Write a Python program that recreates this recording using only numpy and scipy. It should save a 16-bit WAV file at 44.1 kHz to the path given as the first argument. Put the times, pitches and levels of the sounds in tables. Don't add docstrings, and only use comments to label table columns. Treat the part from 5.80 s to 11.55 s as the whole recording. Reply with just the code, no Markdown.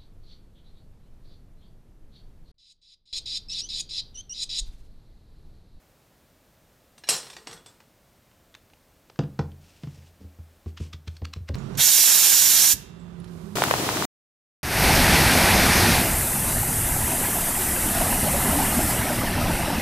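import sys
import numpy as np
from scipy import signal
from scipy.fft import rfft, irfft
from scipy.io import wavfile

SR = 44100
rng = np.random.default_rng(int(sys.argv[2]) if len(sys.argv) > 2 else 0)


def store_pcm(level_fs):
    pcm = np.round(np.clip(level_fs, -1, 1) * 32767).astype(np.int16)
    wavfile.write(sys.argv[1], SR, np.atleast_2d(pcm).T)


N = 253795
T = np.arange(N) / SR
LANDING_S = 1.2886

# frequency_hz, level_db
AIR = [(15, -28), (25, -3), (86, -1.5), (116, -2.5), (289, -6.5), (349, -8.5), (469, -10), (552, -7),
       (782, -12), (848, -12.5), (945, -14), (2920, -20.5), (13200, -26.5), (15500, -31)]


def from_db(db):
    return 10 ** (np.asarray(db) / 20)


def unit(x):
    return x / np.sqrt(np.sum(x ** 2) + 1e-20)


def curve(points):
    return np.interp(T, *np.transpose(points))


def at_hz(points, hz):
    f, value = np.transpose(points)
    return np.interp(np.log(np.maximum(hz, 1)), np.log(f), value)


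def add(track, start_s, sound):
    i = int(start_s * SR)
    track[i:i + len(sound)] += sound[:N - i]


def placed(peak_s, cluster, response=(1,)):
    track = np.zeros(N)
    add(track, peak_s - len(cluster) / 2 / SR, signal.fftconvolve(cluster, response))
    return track


def through(x, response):
    return signal.fftconvolve(x, response)[:len(x)]


def soften(x, hz, order=1):
    return signal.sosfilt(signal.butter(order, np.clip(hz, 20, .45 * SR), fs=SR, output="sos"), x)


def band(x, low_hz, high_hz):
    return signal.sosfilt(signal.butter(2, [low_hz, high_hz], "band", fs=SR, output="sos"), x)


def colour(spectrum, size=8192):
    gain = from_db(at_hz(spectrum, np.fft.rfftfreq(size, 1 / SR)))
    cepstrum = irfft(np.log(gain))
    cepstrum[1:size // 2] *= 2
    cepstrum[size // 2 + 1:] = 0
    return unit(irfft(np.exp(rfft(cepstrum))))


def ringing(modes, scatter_db=0, detune=0, size=26000):
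    hz, db, t60 = np.transpose(modes)[:, :, None]
    t = T[:size]
    strength = from_db(db + scatter_db * rng.standard_normal(hz.shape))
    hz = hz * (1 + detune * rng.standard_normal(hz.shape))
    signs = (-1) ** np.arange(len(hz))[:, None]
    decay = np.exp(-np.log(1000) * t / np.maximum(t60, .005))
    return np.sum(signs * strength * np.cos(2 * np.pi * hz * t) * decay, axis=0)


def grains(size, spread_db):
    noise = rng.standard_normal(size)
    strength = from_db(spread_db * np.clip(rng.standard_normal(size), -2, 2))
    return unit(noise * strength) * np.sqrt(size)


def burst(swell_s, fall_s, spread_db, size=4096):
    t = T[:size] - T[size // 2]
    envelope = np.exp(np.minimum(t / max(swell_s, 1e-5), -t / fall_s))
    return unit(envelope * grains(size, spread_db)) * np.sqrt(np.sum(envelope ** 2))


def gesture(start_s, length_s, rise_s, fall_s):
    rise = np.clip((T - start_s) / rise_s, 0, 1)
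    return rise * np.exp(-np.maximum(T - start_s - length_s, 0) / fall_s)


def wander(hz, order=1):
    return np.sqrt(N) * unit(soften(rng.standard_normal(N), hz, order))


def background(air_db=-61, whine_db=-73, waver_hz=14):
    # time_s, pitch_hz
    whine_path = [(0, 13795), (4.85, 13775), (4.87, 13501), (5.75, 13501)]
    # time_s, level_db
    level_ride = [(0, 0), (4.85, 0.5), (4.88, -2), (5.75, -2.5)]
    air = from_db(air_db) * through(rng.standard_normal(N), colour(AIR))
    pitch_hz = curve(whine_path) + waver_hz * wander(hz=30)
    whine = from_db(whine_db) * np.sin(2 * np.pi * np.cumsum(pitch_hz) / SR)
    return from_db(curve(level_ride)) * (air + whine)


def dowel_contacts(bounces=8, gap_s=.0115, bounce_db=-23.5, loss_db_per_s=142):
    # peak_s, level_db, brightness_hz, ring_db, pitch_hz (lowest mode)
    clacks = [(1.1796, -46.5, 11000, -3, 3560), (1.2373, -38, 3000, 3.5, 1696),
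              (1.2698, -47, 7000, 7, 2350), (1.279, -39, 6000, 2, 2860), (1.4295, -42.5, 10100, -3, 2070),
              (1.468, -42.5, 6000, -8, 2330), (1.501, -39, 9000, -5.5, 3560),
              (1.532, -40.5, 7000, -4, 2380), (1.566, -33.5, 4520, -12, 1910),
              (1.6712, -29, 3400, -2.5, 3330), (1.700, -44, 5000, -2, 3330), (1.7125, -40, 8000, -4, 3430),
              (1.7287, -39, 8000, -1.5, 3500), (1.765, -46, 4000, -9, 3480),
              (1.775, -50.5, 7000, 1.5, 3390), (1.861, -44.5, 8050, 2, 3460),
              (2.003, -45.5, 2490, -16, 2000)]
    clack_fall_s, neighbours_db = .006, -5.5
    free_heap_db, free_stick_db = 6.5, -1.5
    rows = [(peak_s, level_db, clack_fall_s, bright_hz, ring_db + neighbours_db, ring_db, pitch_hz)
            for peak_s, level_db, bright_hz, ring_db, pitch_hz in clacks]
    rows.append((LANDING_S, -17, .0037, 15750, free_heap_db, free_stick_db, 2930))
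    for k, (jitter, thickness) in enumerate(rng.uniform(-.3, .3, (bounces, 2))):
        delay_s = gap_s * (k + .5 + jitter)
        level_db = bounce_db - loss_db_per_s * delay_s
        pitch_hz = 2930 * (1 + thickness)
        rows.append((LANDING_S + delay_s, level_db, .003, 12000, free_heap_db, free_stick_db, pitch_hz))
    return rows


def dowels(rattle_ring_db=-3, detune=.025, ring_samples=6000):
    # pitch_hz, level_db, t60_s
    heap_modes = [(970, -17, 0.1), (1488, -12, 0.16), (1820, -13, 0.12), (2513, -9, .15), (2780, -7, 0.057),
                  (3340, -8, 0.17), (4125, -5, .15), (3934, 2.5, 0.077), (4140, -7, 0.19),
                  (4910, -2.5, 0.1703), (5240, -1.5, 0.15), (5400, -15, 0.1), (5450, -0.5, 0.13),
                  (5820, -1, 0.18), (6550, -7, 0.19), (7260, -1.5, 0.17), (7530, -2.5, .14),
                  (7510, -2.5, .13), (8160, 0.5, 0.17), (8650, -0.5, 0.22), (8970, -0.5, 0.065),
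                  (10000, -20.5, 0.099), (10320, -0.5, 0.1), (10550, 0.5, .13), (11450, 0, 0.079),
                  (13300, -9, 0.097), (14280, -22, 0.098)]
    # ratio_to_lowest_mode, level_db, t60_s
    stick_modes = [(1, -4, .07), (1.68, -2, .06), (1.73, -6, .06), (2.33, -3, .07), (2.40, -2, .08),
                   (2.48, -3, .08), (3.12, -8, .06), (3.28, -7, .06)]
    # frequency_hz, level_db
    crack_spectrum = [(25, -45.5), (60, -20), (150, -4.5), (400, 1.5), (900, 3.5), (2200, 0.5), (4500, 2.5),
                      (8000, -2), (11000, -13), (13000, -11), (16000, -15)]
    # frequency_hz, level_db
    rumble_spectrum = [(20, -51), (50, -29), (100, -13.5), (150, 1), (260, -12.5), (430, 0), (650, -16),
                       (1400, -10.5), (3000, -24), (16000, -85)]
    rattle, rumble = rolling()
    crack = colour(crack_spectrum, ring_samples)
    heap = unit(sum(ringing(heap_modes, detune=detune, size=ring_samples) for _ in range(6)))
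    wood = through(rattle * grains(N, spread_db=8), crack + from_db(rattle_ring_db) * heap)
    for peak_s, level_db, fall_s, bright_hz, heap_db, stick_db, pitch_hz in dowel_contacts():
        neighbours = unit(ringing(heap_modes, detune=detune, size=ring_samples))
        stick = unit(ringing(np.array(stick_modes) * [pitch_hz, 1, 1], size=ring_samples))
        contact = from_db(level_db) * soften(burst(0, fall_s, spread_db=.5), bright_hz)
        response = crack + from_db(heap_db) * neighbours + from_db(stick_db) * stick
        wood += placed(peak_s, contact, response)
    return wood + rumble * through(grains(N, spread_db=3.9), colour(rumble_spectrum))


def rolling():
    # start_s, length_s, rattle_db, rumble_db
    pushes = [(1.419, 0.096, -57, -59.5), (1.557, 0.056, -67, -59.5), (1.661, 0.068, -60, -51),
              (1.851, 0.037, -64, -62)]
    tumble = gesture(LANDING_S, length_s=.043, rise_s=.006, fall_s=.046)
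    rattle, rumble = from_db(-34) * tumble, from_db(-43.5) * tumble
    for start_s, length_s, rattle_db, rumble_db in pushes:
        push = gesture(start_s, length_s, rise_s=.017, fall_s=.064)
        rattle += from_db(rattle_db) * push
        rumble += from_db(rumble_db) * push
    return rattle, rumble


def clicks_and_twists(twist_bright_hz=6250, ring_t60_s=.006):
    # peak_s, level_db, brightness_hz, resonance_hz
    clicks = [(2.514, -53, 1990, 1290), (2.742, -47.5, 4020, 3490), (2.750, -41, 7100, 2320),
              (2.9, -55, 4020, 1490), (2.935, -50, 4040, 700), (3.299, -38.5, 1850, 567),
              (3.359, -49.5, 2500, 1860), (3.718, -54.5, 4000, 2980), (5.3676, -45.5, 9100, 4250)]
    # peak_s, level_db, swell_s, fall_s, resonance_hz
    twists = [(4.975, -41.5, 0.0029, 0.0075, 2950), (5.133, -39, 0.0025, 0.0077, 3500),
              (5.2798, -38, 0.0038, 0.0039, 3190), (5.4538, -33.5, 0.0037, 0.0018, 4350),
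              (5.538, -31, 0.0025, 0.0016, 3920), (5.69, -36.5, 0.0045, 0.0027, 2240),
              (5.7455, -36, 0.0022, 0.0033, 4110)]
    # frequency_hz, level_db
    chuck_spectrum = [(100, -60), (600, -12.5), (1150, 6.5), (1700, 4.5), (2300, 4), (2800, 6.5), (3300, 1),
                      (4100, 3.5), (5500, 1), (7500, -5.5), (10000, -17), (16000, -11)]
    track, housing = np.zeros(N), colour(chuck_spectrum)

    def slip(peak_s, level_db, bright_hz, ring_hz, swell_s, fall_s, ring_db):
        contacts = from_db(level_db) * soften(burst(swell_s, fall_s, spread_db=3), bright_hz)
        ring = unit(ringing([(ring_hz, 0, ring_t60_s)], size=8192))
        return placed(peak_s, contacts, housing + from_db(ring_db) * ring)

    for peak_s, level_db, swell_s, fall_s, ring_hz in twists:
        track += slip(peak_s, level_db, twist_bright_hz, ring_hz, swell_s, fall_s, ring_db=-8)
    for click in clicks:
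        track += slip(*click, swell_s=.0004, fall_s=.0029, ring_db=-3)
    return track


def drill_knocks(lean_s=4.3, shudder_hz=35.2, tick_db=-11.5, tick_db_per_octave=3.5):
    # start_s, sway_db, boom_db, case_db, brightness_hz
    knocks = [(3.3900, -38, -19.5, -26, 1770), (3.435, -61, -31, -54, 500),
              (3.5909, -29, -20.5, -26.5, 1510), (4.0349, -40, -32, -47, 1510),
              (4.0721, -58, -32, -48.5, 250), (4.175, -42.5, -50.5, -54.5, 400),
              (4.406, -42, -58, -44.5, 298), (4.442, -35, -51.5, -48.5, 395), (4.588, -32.5, -47, -56, 585),
              (4.8601, -25, -40.5, -40, 715), (5.002, -23, -32.5, -35.5, 340),
              (5.1353, -32.5, -43, -48.5, 400), (5.274, -26, -38.5, -48, 483),
              (5.418, -23.5, -37.5, -37.5, 905), (5.562, -26.5, -37.5, -44.5, 508),
              (5.607, -27.5, -54, -64, 250), (5.6942, -21, -36, -35, 710), (5.736, -20, -53, -45, 400)]
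    # pitch_hz, level_db, t60_s
    desk_modes = [(138.3, 1.5, 0.18), (151.3, -4.5, 0.27), (230, -16.5, 0.17)]
    # pitch_hz, level_db, t60_s
    case_modes = [(196.7, -6.5, 0.33), (230.6, 0, 0.12), (282.5, -3.5, 0.19), (351, -5.5, 0.11),
                  (406.5, -4, 0.14), (474, -4.5, 0.1), (555, -3.5, 0.055), (684, -6.5, 0.054),
                  (797, -8, 0.076), (966, -4.5, 0.04), (1100, -4.5, 0.028), (1408, -14.5, 0.1),
                  (1590, -9, 0.029), (1945, -7, 0.016)]
    # frequency_hz, level_db
    shell_spectrum = [(30, -43), (100, -23), (300, -9), (700, 1), (1300, 5), (2500, -3), (5000, -7),
                      (8000, -23), (12000, -41), (16000, -34)]
    boom = band(sum(ringing([mode]) for mode in desk_modes), low_hz=81, high_hz=350)
    shudder = soften(ringing([(shudder_hz, -25, .77)]), 2 * shudder_hz, order=2)
    thuds, ticks = np.zeros(N), np.zeros(N)
    for start_s, sway_db, boom_db, case_db, bright_hz in knocks:
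        sway_hz, sway_t60_s, ring_share = (84.05, .69, 1) if start_s < lean_s else (81.5, .28, .85)
        sway = ringing([(sway_hz, sway_db, sway_t60_s)])
        sway = band(sway, low_hz=45, high_hz=150)
        case = ringing(np.array(case_modes) * [1, 1, ring_share], scatter_db=3, detune=.014, size=14000)
        add(thuds, start_s, sway + from_db(boom_db) * (boom + shudder))
        add(thuds, start_s, from_db(case_db) * soften(case, bright_hz, order=2))
        hardness = np.log2(bright_hz / 1000)
        tick_gain = from_db(boom_db + tick_db + tick_db_per_octave * hardness)
        ticks += placed(start_s, tick_gain * burst(0, fall_s=.0047, spread_db=5.5))
    return thuds + through(ticks, colour(shell_spectrum))


def palm(flutter_db=3, flutter_hz=15):
    # start_s, length_s, level_db
    strokes = [(3.801, .48, -64), (4.395, 0.031, -66), (4.855, 0.036, -60.5), (4.982, 0.081, -55.5),
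               (5.29, 0.084, -66), (5.534, .035, -67)]
    # frequency_hz, level_db
    skin_spectrum = [(200, -10), (1000, -8), (1800, -10), (2600, -2.5), (3600, -7), (5500, -5.5),
                     (8000, -11), (12000, -21.5), (16000, -38)]
    pressure = from_db(flutter_db * np.tanh(wander(flutter_hz, order=2)))
    envelope = sum(from_db(level_db) * gesture(start_s, length_s, rise_s=.026, fall_s=.016)
                   for start_s, length_s, level_db in strokes)
    return envelope * pressure * through(grains(N, spread_db=6.5), colour(skin_spectrum))


def room(x, bass_db=-18, treble_db=-10, build_s=.0089, size=26000):
    # frequency_hz, t60_s
    decay_times = [(100, 0.85), (500, 0.36), (2000, 0.19), (6000, 0.19), (14000, 0.093)]
    t, tail = T[:size], np.zeros(size)
    build_up = 1 - np.exp(-(t / build_s) ** 2)
    edges_hz = np.geomspace(60, 17000, 10)
    for low_hz, high_hz in zip(edges_hz, edges_hz[1:]):
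        centre_hz = np.sqrt(low_hz * high_hz)
        decay = np.exp(-np.log(1000) * t / at_hz(decay_times, centre_hz))
        gain = from_db(at_hz([(120, bass_db), (700, treble_db)], centre_hz))
        tail += band(rng.standard_normal(size), low_hz, high_hz) * unit(decay * build_up) * gain
    return through(x, tail)


def scene(dowel_send_db=2, knock_send_db=1, chuck_send_db=-4, side_room_db=-22, side_hiss_db=-81):
    wood, knocks, chuck, rub = dowels(), drill_knocks(), clicks_and_twists(), palm()
    send = (from_db(dowel_send_db) * wood + from_db(knock_send_db) * knocks
            + from_db(chuck_send_db) * chuck + rub)
    mid = wood + knocks + chuck + rub + room(send) + background()
    side = from_db(side_room_db) * soften(room(send, bass_db=-29), hz=1917)
    side += from_db(side_hiss_db) * through(rng.standard_normal(N), colour(AIR))
    return np.array([mid + side, mid - side])


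def record(dry):
    return signal.sosfilt(signal.ellip(12, .1, 90, 16000, fs=SR, output="sos"), dry)


dry = scene()
out = record(dry)
store_pcm(out)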